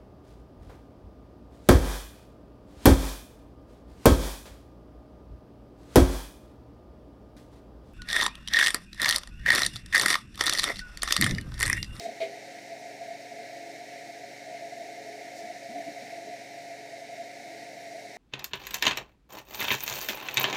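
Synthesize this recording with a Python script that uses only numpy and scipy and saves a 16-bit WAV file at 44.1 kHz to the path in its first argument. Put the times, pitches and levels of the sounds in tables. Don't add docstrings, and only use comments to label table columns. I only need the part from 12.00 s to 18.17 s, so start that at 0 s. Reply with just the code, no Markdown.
import sys
import numpy as np
from scipy import signal
from scipy.fft import rfft, irfft
from scipy.io import wavfile
from scipy.ndimage import uniform_filter1d

SR = 44100
rng = np.random.default_rng(int(sys.argv[2]) if len(sys.argv) > 2 else 0)


def how_loud(loudness_db):
    steps = np.asarray(loudness_db, float) / 20
    return 10 ** steps


def waveform_to_disk(signal):
    frames = np.transpose(np.atleast_2d(signal))
    scaled = np.clip(frames, -1, 1) * 32767
    samples = np.round(scaled).astype(np.int16)
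    wavfile.write(sys.argv[1], SR, samples)


N = 272097


# (frequency [Hz], width [Hz], level [dB])
HOUSING = [(646, 30, -4), (681.9, 20.7, 4.5), (700.4, 31.5, -2), (731.5, 36, -14)]
# (time [s], change [dB], length
# [s])
DRONE_SWELLS = [(0.009, 9, 0.016), (0.091, 14.5, 0.017), (0.328, 5.7, 0.027), (0.723, 8.5, 0.034),
                (0.883, 3, 0.061), (1.024, 7, 0.04), (1.107, 8.5, 0.048), (1.322, 4, 0.019), (1.493, 5.5, 0.03),
                (2.096, 3.7, 0.045), (2.241, 10, 0.012), (2.488, 4.5, 0.068), (2.547, 6, 0.026),
                (2.645, 3, 0.042), (2.733, 7.5, 0.017), (2.818, 4.3, 0.032), (3.122, 5, 0.071), (3.413, 2, 0.038),
                (3.484, 7.5, 0.085), (3.67, 6.5, 0.018), (3.765, 7.5, 0.1), (3.874, 7.7, 0.032),
                (3.973, 3, 0.046), (4.188, 5, 0.02), (4.32, 7, 0.089), (4.374, 3, 0.016), (4.716, 8, 0.042),
                (4.848, 4.3, 0.078), (5.211, 4.0, 0.038), (5.974, 6.5, 0.043),
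                (0.036, 5, 0.013),
    (0.065, 19, 0.019),
    (0.072, -9, 0.0093),
    (0.175, 8, 0.011),
                (0.149, -7, 0.08), (0.473, -5.5, 0.08), (1.165, -1, .06), (1.285, -11, 0.033), (2.03, -4, 0.076),
         (2.4, -8, 0.064), (3.042, -6, 0.033), (3.223, -5, 0.046), (3.59, -4.5, 0.053), (4.877, -10, 0.024),
         (5.07, -10, 0.031), (5.39, -2.5, .13), (6.135, -3, 0.099)]


def housing_drone():
    rest_db, flutter_db, flutter_per_s = -46, 2, 14
    drone = steadied(rings(HOUSING), 0.056)
    moves_db = swells(DRONE_SWELLS)
    return drone * how_loud(rest_db + moves_db + flutter_db * drift(flutter_per_s))


# (multiple of the blade rate, level [dB])
BLADE_ORDERS = [(1, -71.5), (2, -59.5), (3, -67.5), (5, -52.5), (8, -108), (15, -64), (19, -78.5)]


def hum_and_blades():
    blade_hz, mains_hz, mains_db = 142.88, 119.95, -67.5
    t = np.arange(N) / SR
    turns = np.cumsum(blade_hz * (1 + .00012 * drift(2))) / SR
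    blades = sum(how_loud(db) * np.cos(2 * np.pi * (k * turns + rng.random())) for k, db in BLADE_ORDERS)
    hum = how_loud(mains_db) * np.cos(2 * np.pi * mains_hz * t)
    return np.sqrt(2) * (blades + hum)


# (frequency [Hz], level [dB per Hz])
VENT = [(800, -65), (1100, -32), (1400, -17.5), (1750, -8), (2050, -1.5), (2250, -3), (2500, -10.5),
        (3000, -17), (3450, -20), (4000, -47)]
# (frequency [Hz], width [Hz], level against the whoosh [dB])
VENT_RINGS = [(1643, 11, -21), (1735, 54, -15), (1895, 32, -13.5), (2136, 15, -17), (2370, 24, -34),
              (3124, 60, -24.5)]
# (time [s], rise [dB], length [s])
PUFFS = [(0.029, 1.5, 0.065), (0.371, 1, 0.048), (1.097, 1.2, 0.11), (1.463, 1.2, 0.121),
         (1.93, 1.8, 0.079), (2.369, 1, 0.06), (2.581, 1.8, 0.076), (3.007, 0.5, 0.103), (3.279, 2, 0.085),
         (3.805, 1.5, 0.14), (4.117, 2, 0.11), (4.379, 2, 0.052)]


def vent_whoosh(gust):
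    rest_db = -51
    whoosh = steadied(walls(tinted(VENT) + rings(VENT_RINGS)), 0.33)
    return whoosh * how_loud(rest_db + swells(PUFFS) + 0.42 * gust)


# (frequency [Hz], width [Hz], level [dB])
FRAME_RING = [
    (423.6, 23, 0),
]
# (time [s], rise [dB], length [s])
PANEL_SWELLS = [(0.056, 9.5, 0.091), (0.753, 5.5, 0.062), (0.908, 6, 0.13), (1.28, 4, 0.15),
                (1.417, 11, 0.053), (1.714, 7, 0.092), (2.878, 6, 0.054), (3.028, 8.5, 0.13),
                (3.169, 11, 0.14), (3.422, 9, 0.051), (3.748, 4, 0.064), (4.054, 4.5, 0.121),
                (4.274, 10, 0.1), (4.814, 7, 0.063), (5.263, 2, 0.08), (5.543, 7, 0.08)]


def loose_panel():
    rest_db = -61
    return steadied(rings(FRAME_RING), 0.035) * how_loud(rest_db + swells(PANEL_SWELLS))


# (frequency [Hz], level [dB], time to fall 60 dB [s])
LEVER = [(403, -8, 0.56), (453, -7, 0.15), (494, -7, 0.31), (658, 5.5, 0.19), (700, -19, .2),
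         (2116, -13.5, 0.28), (2234, -14.5, 0.25), (2422, -14.5, 0.26), (2720, -33, 0.074),
         (3160, -24, 0.074), (3800, -20.5, 0.23), (3800, -22, 0.092), (4200, -22.5, 0.3), (4737, -26, .15)]
# (frequency [Hz], level [dB per Hz])
SCRAPE = [(150, -25), (550, -3), (1150, -15), (2200, -1.5), (4400, -5.5), (5500, -14), (9000, -22),
          (15600, -36)]


def clank(db, rise, bright_db):
    t = np.arange(SR // 2) / SR
    onset = 1 - np.exp(-t / max(rise, .001))
    ring = 0
    for hz, mode_db, t60 in LEVER:
        fade_db = mode_db + bright_db * (hz > 3000) - 60 * t / t60
        ring = ring + how_loud(fade_db) * np.sin(2 * np.pi * hz * t)
    scrape = how_loud(-11.0 + 0.37 * bright_db - 60 * t / 0.22) * tinted(SCRAPE, count=len(t))
    return how_loud(db) * onset * (ring + scrape)


# (time [s], level [dB], rise [s], brightness above 3 kHz [dB])
CLANKS = [
    (.001, -44, 0.0023, 15.5),
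    (.05, -42.5, 0.0045, 8.5),
    (.202, -35, 0.0017, 6.5),
    (.211, -27, 0.006, -3),
]


def lever_clanks():
    return played(CLANKS, clank)


def thud(db, hz, glide):
    t = np.arange(SR // 5) / SR
    turns = np.cumsum(hz * (1 + glide * (1 - np.exp(-t / 0.029)))) / SR
    swell = t / .016
    shape = swell * np.exp(1 - swell)
    rustle = tinted([(60, -60), (140, -14), (200, -6.0), (400, -9), (600, -25)], count=len(t))
    body = np.sin(2 * np.pi * turns) + 0.2 * np.sin(2 * np.pi * 1.15 * turns)
    return how_loud(db) * (shape * body + 0.36 * shape ** .7 * rustle)


# (time [s], level [dB], pitch [Hz], upward glide [share])
THUDS = [
    (.045, -54, 294, .05),
    (.065, -47, 225, .05),
    (0.101, -61, 202, 0.042),
    (3.43, -52, 213, .05),
    (3.692, -46.5, 203, 0.33),
    (3.75, -43.5, 277, 0.06),
    (3.862, -43, 261, 0.22),
    (4.012, -49.5, 205.4, 0.39),
    (4.262, -49, 276, 0.073),
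]


def bench_thuds():
    return played(THUDS, thud)


# (frequency [Hz], level [dB per Hz])
CLOTH = [(2500, -25), (4500, 0), (7000, -2), (10000, -11), (15600, -20)]


def swish(length, db):
    count = int(length * SR)
    return how_loud(db) * np.sqrt(np.hanning(count)) * tinted(CLOTH, count=8192)[:count]


# (time [s], length [s], level [dB])
SWISHES = [
    (0, 0.072, -50),
    (3.335, 0.09, -54.5),
]


def sleeve_swishes():
    return played(SWISHES, swish)


# (frequency [Hz], level [dB per Hz])
HISS = [(3300, -20.5), (3650, -2), (4250, -2), (4420, -4), (4850, -3), (4980, -7.5), (5300, -2.5),
        (5800, -3.5), (6100, -6.5), (6450, -5.5), (7000, -9), (10000, -16), (12500, -21.5), (15600, -21)]
# (time [s], level [dB])
HISS_DB = [
    (0.35, -54.5),
    (3.64, -54),
    (3.96, -53.5),
    (4.74, -54.5),
    (6.17, -54),
]


def air_hiss(gust):
    course_db = np.interp(np.arange(N) / SR, *np.transpose(HISS_DB))
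    return how_loud(course_db + .25 * gust) * steadied(walls(tinted(HISS)), .3)


# (frequency [Hz], level [dB per Hz])
RUMBLE = [(20, -34), (45, -46), (100, -20), (150, -11.5), (230, -7.5), (380, -8), (500, -5), (750, 0),
          (950, -14.5), (1100, -33.5), (1400, -53)]
# (frequency [Hz], width [Hz], level [dB])
FRAME = [(190, 5, -76), (238, 11, -69), (331.5, 7, -62), (552, 36, -56.5), (940, 30, -76)]


def rumble():
    return how_loud(-52.5) * tinted(RUMBLE) + rings(FRAME)


def walls(x):
    t60, tail_db = .2, -17
    t = np.arange(SR // 2) / SR
    tail = rng.standard_normal(len(t)) * how_loud(-60 * t / t60) * (t > .004)
    tail = how_loud(tail_db) * tail / np.linalg.norm(tail)
    tail[0] = 1
    return signal.fftconvolve(x, tail / np.linalg.norm(tail))[:N]


def evened(x):
    return x / np.sqrt(np.mean(x ** 2) + 1e-20)


def tinted(points, count=N):
    hz, db = np.transpose(points)
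    axis = np.fft.rfftfreq(count, 1 / SR) + 1
    gain = how_loud(np.interp(np.log(axis), np.log(hz), db, right=-90))
    return evened(irfft(rfft(rng.standard_normal(count)) * gain, count))


def rings(modes):
    axis = np.fft.rfftfreq(N, 1 / SR)
    total = np.zeros(N)
    for hz, width, db in modes:
        drive = rfft(rng.standard_normal(N))
        total += how_loud(db) * evened(irfft(drive / (1 + ((axis - hz) / (width / 2)) ** 2), N))
    return total


def steadied(x, s):
    count = int(s * SR)
    power = uniform_filter1d(uniform_filter1d(x ** 2, count), count)
    return x / np.sqrt(power + 1e-12)


def drift(per_s):
    knots = rng.standard_normal(400)
    return evened(np.interp(np.arange(N) / SR * per_s, np.arange(400), knots))


def swells(events):
    t = np.arange(0, N + 100, 100) / SR
    s, db, length = np.transpose(events)[:, :, None]
    bells = db * .5 ** (((t - s) * 2 / length) ** 2)
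    return np.interp(np.arange(N) / SR, t, bells.sum(0))


def played(events, sound):
    track = np.zeros(N)
    for s, *how in events:
        one = sound(*how)
        part = track[round(s * SR):][:len(one)]
        part += one[:len(part)]
    return track


def scene():
    gust = drift(12)
    motor = housing_drone() + hum_and_blades() + vent_whoosh(gust) + loose_panel()
    hands = lever_clanks() + bench_thuds() + sleeve_swishes()
    background = air_hiss(gust) + rumble()
    return (motor + hands + background)[None]


# (frequency [Hz], level [dB])
DROPOUT = [(600, -14), (950, -9), (1150, -3.4), (1500, -7), (6500, -4.5), (9000, -2.4), (12500, -1.1),
           (15600, -1.4)]


def dropouts(x):
    hz, t, z = signal.stft(x, SR, nperseg=2048, noverlap=1536)
    power = uniform_filter1d(uniform_filter1d(abs(z) ** 2, size=5, axis=-2), size=5, axis=-1)
    usual = uniform_filter1d(np.median(power, axis=-1, keepdims=True), size=9, axis=-2)
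    limit = how_loud(np.interp(hz, *np.transpose(DROPOUT)))[:, None] ** 2
    keep = np.where(power < limit * usual, .1, 1.)
    return signal.istft(z * keep, SR, nperseg=2048, noverlap=1536)[1][:, :N]


def low_pass(x):
    return signal.sosfilt(signal.butter(12, 15640, fs=SR, output="sos"), x)


def record(dry):
    bass_cut = signal.butter(1, 60, "highpass", fs=SR, output="sos")
    heard = dropouts(signal.sosfilt(bass_cut, dry))
    return low_pass(heard)


dry = scene()
out = record(dry)
waveform_to_disk(out)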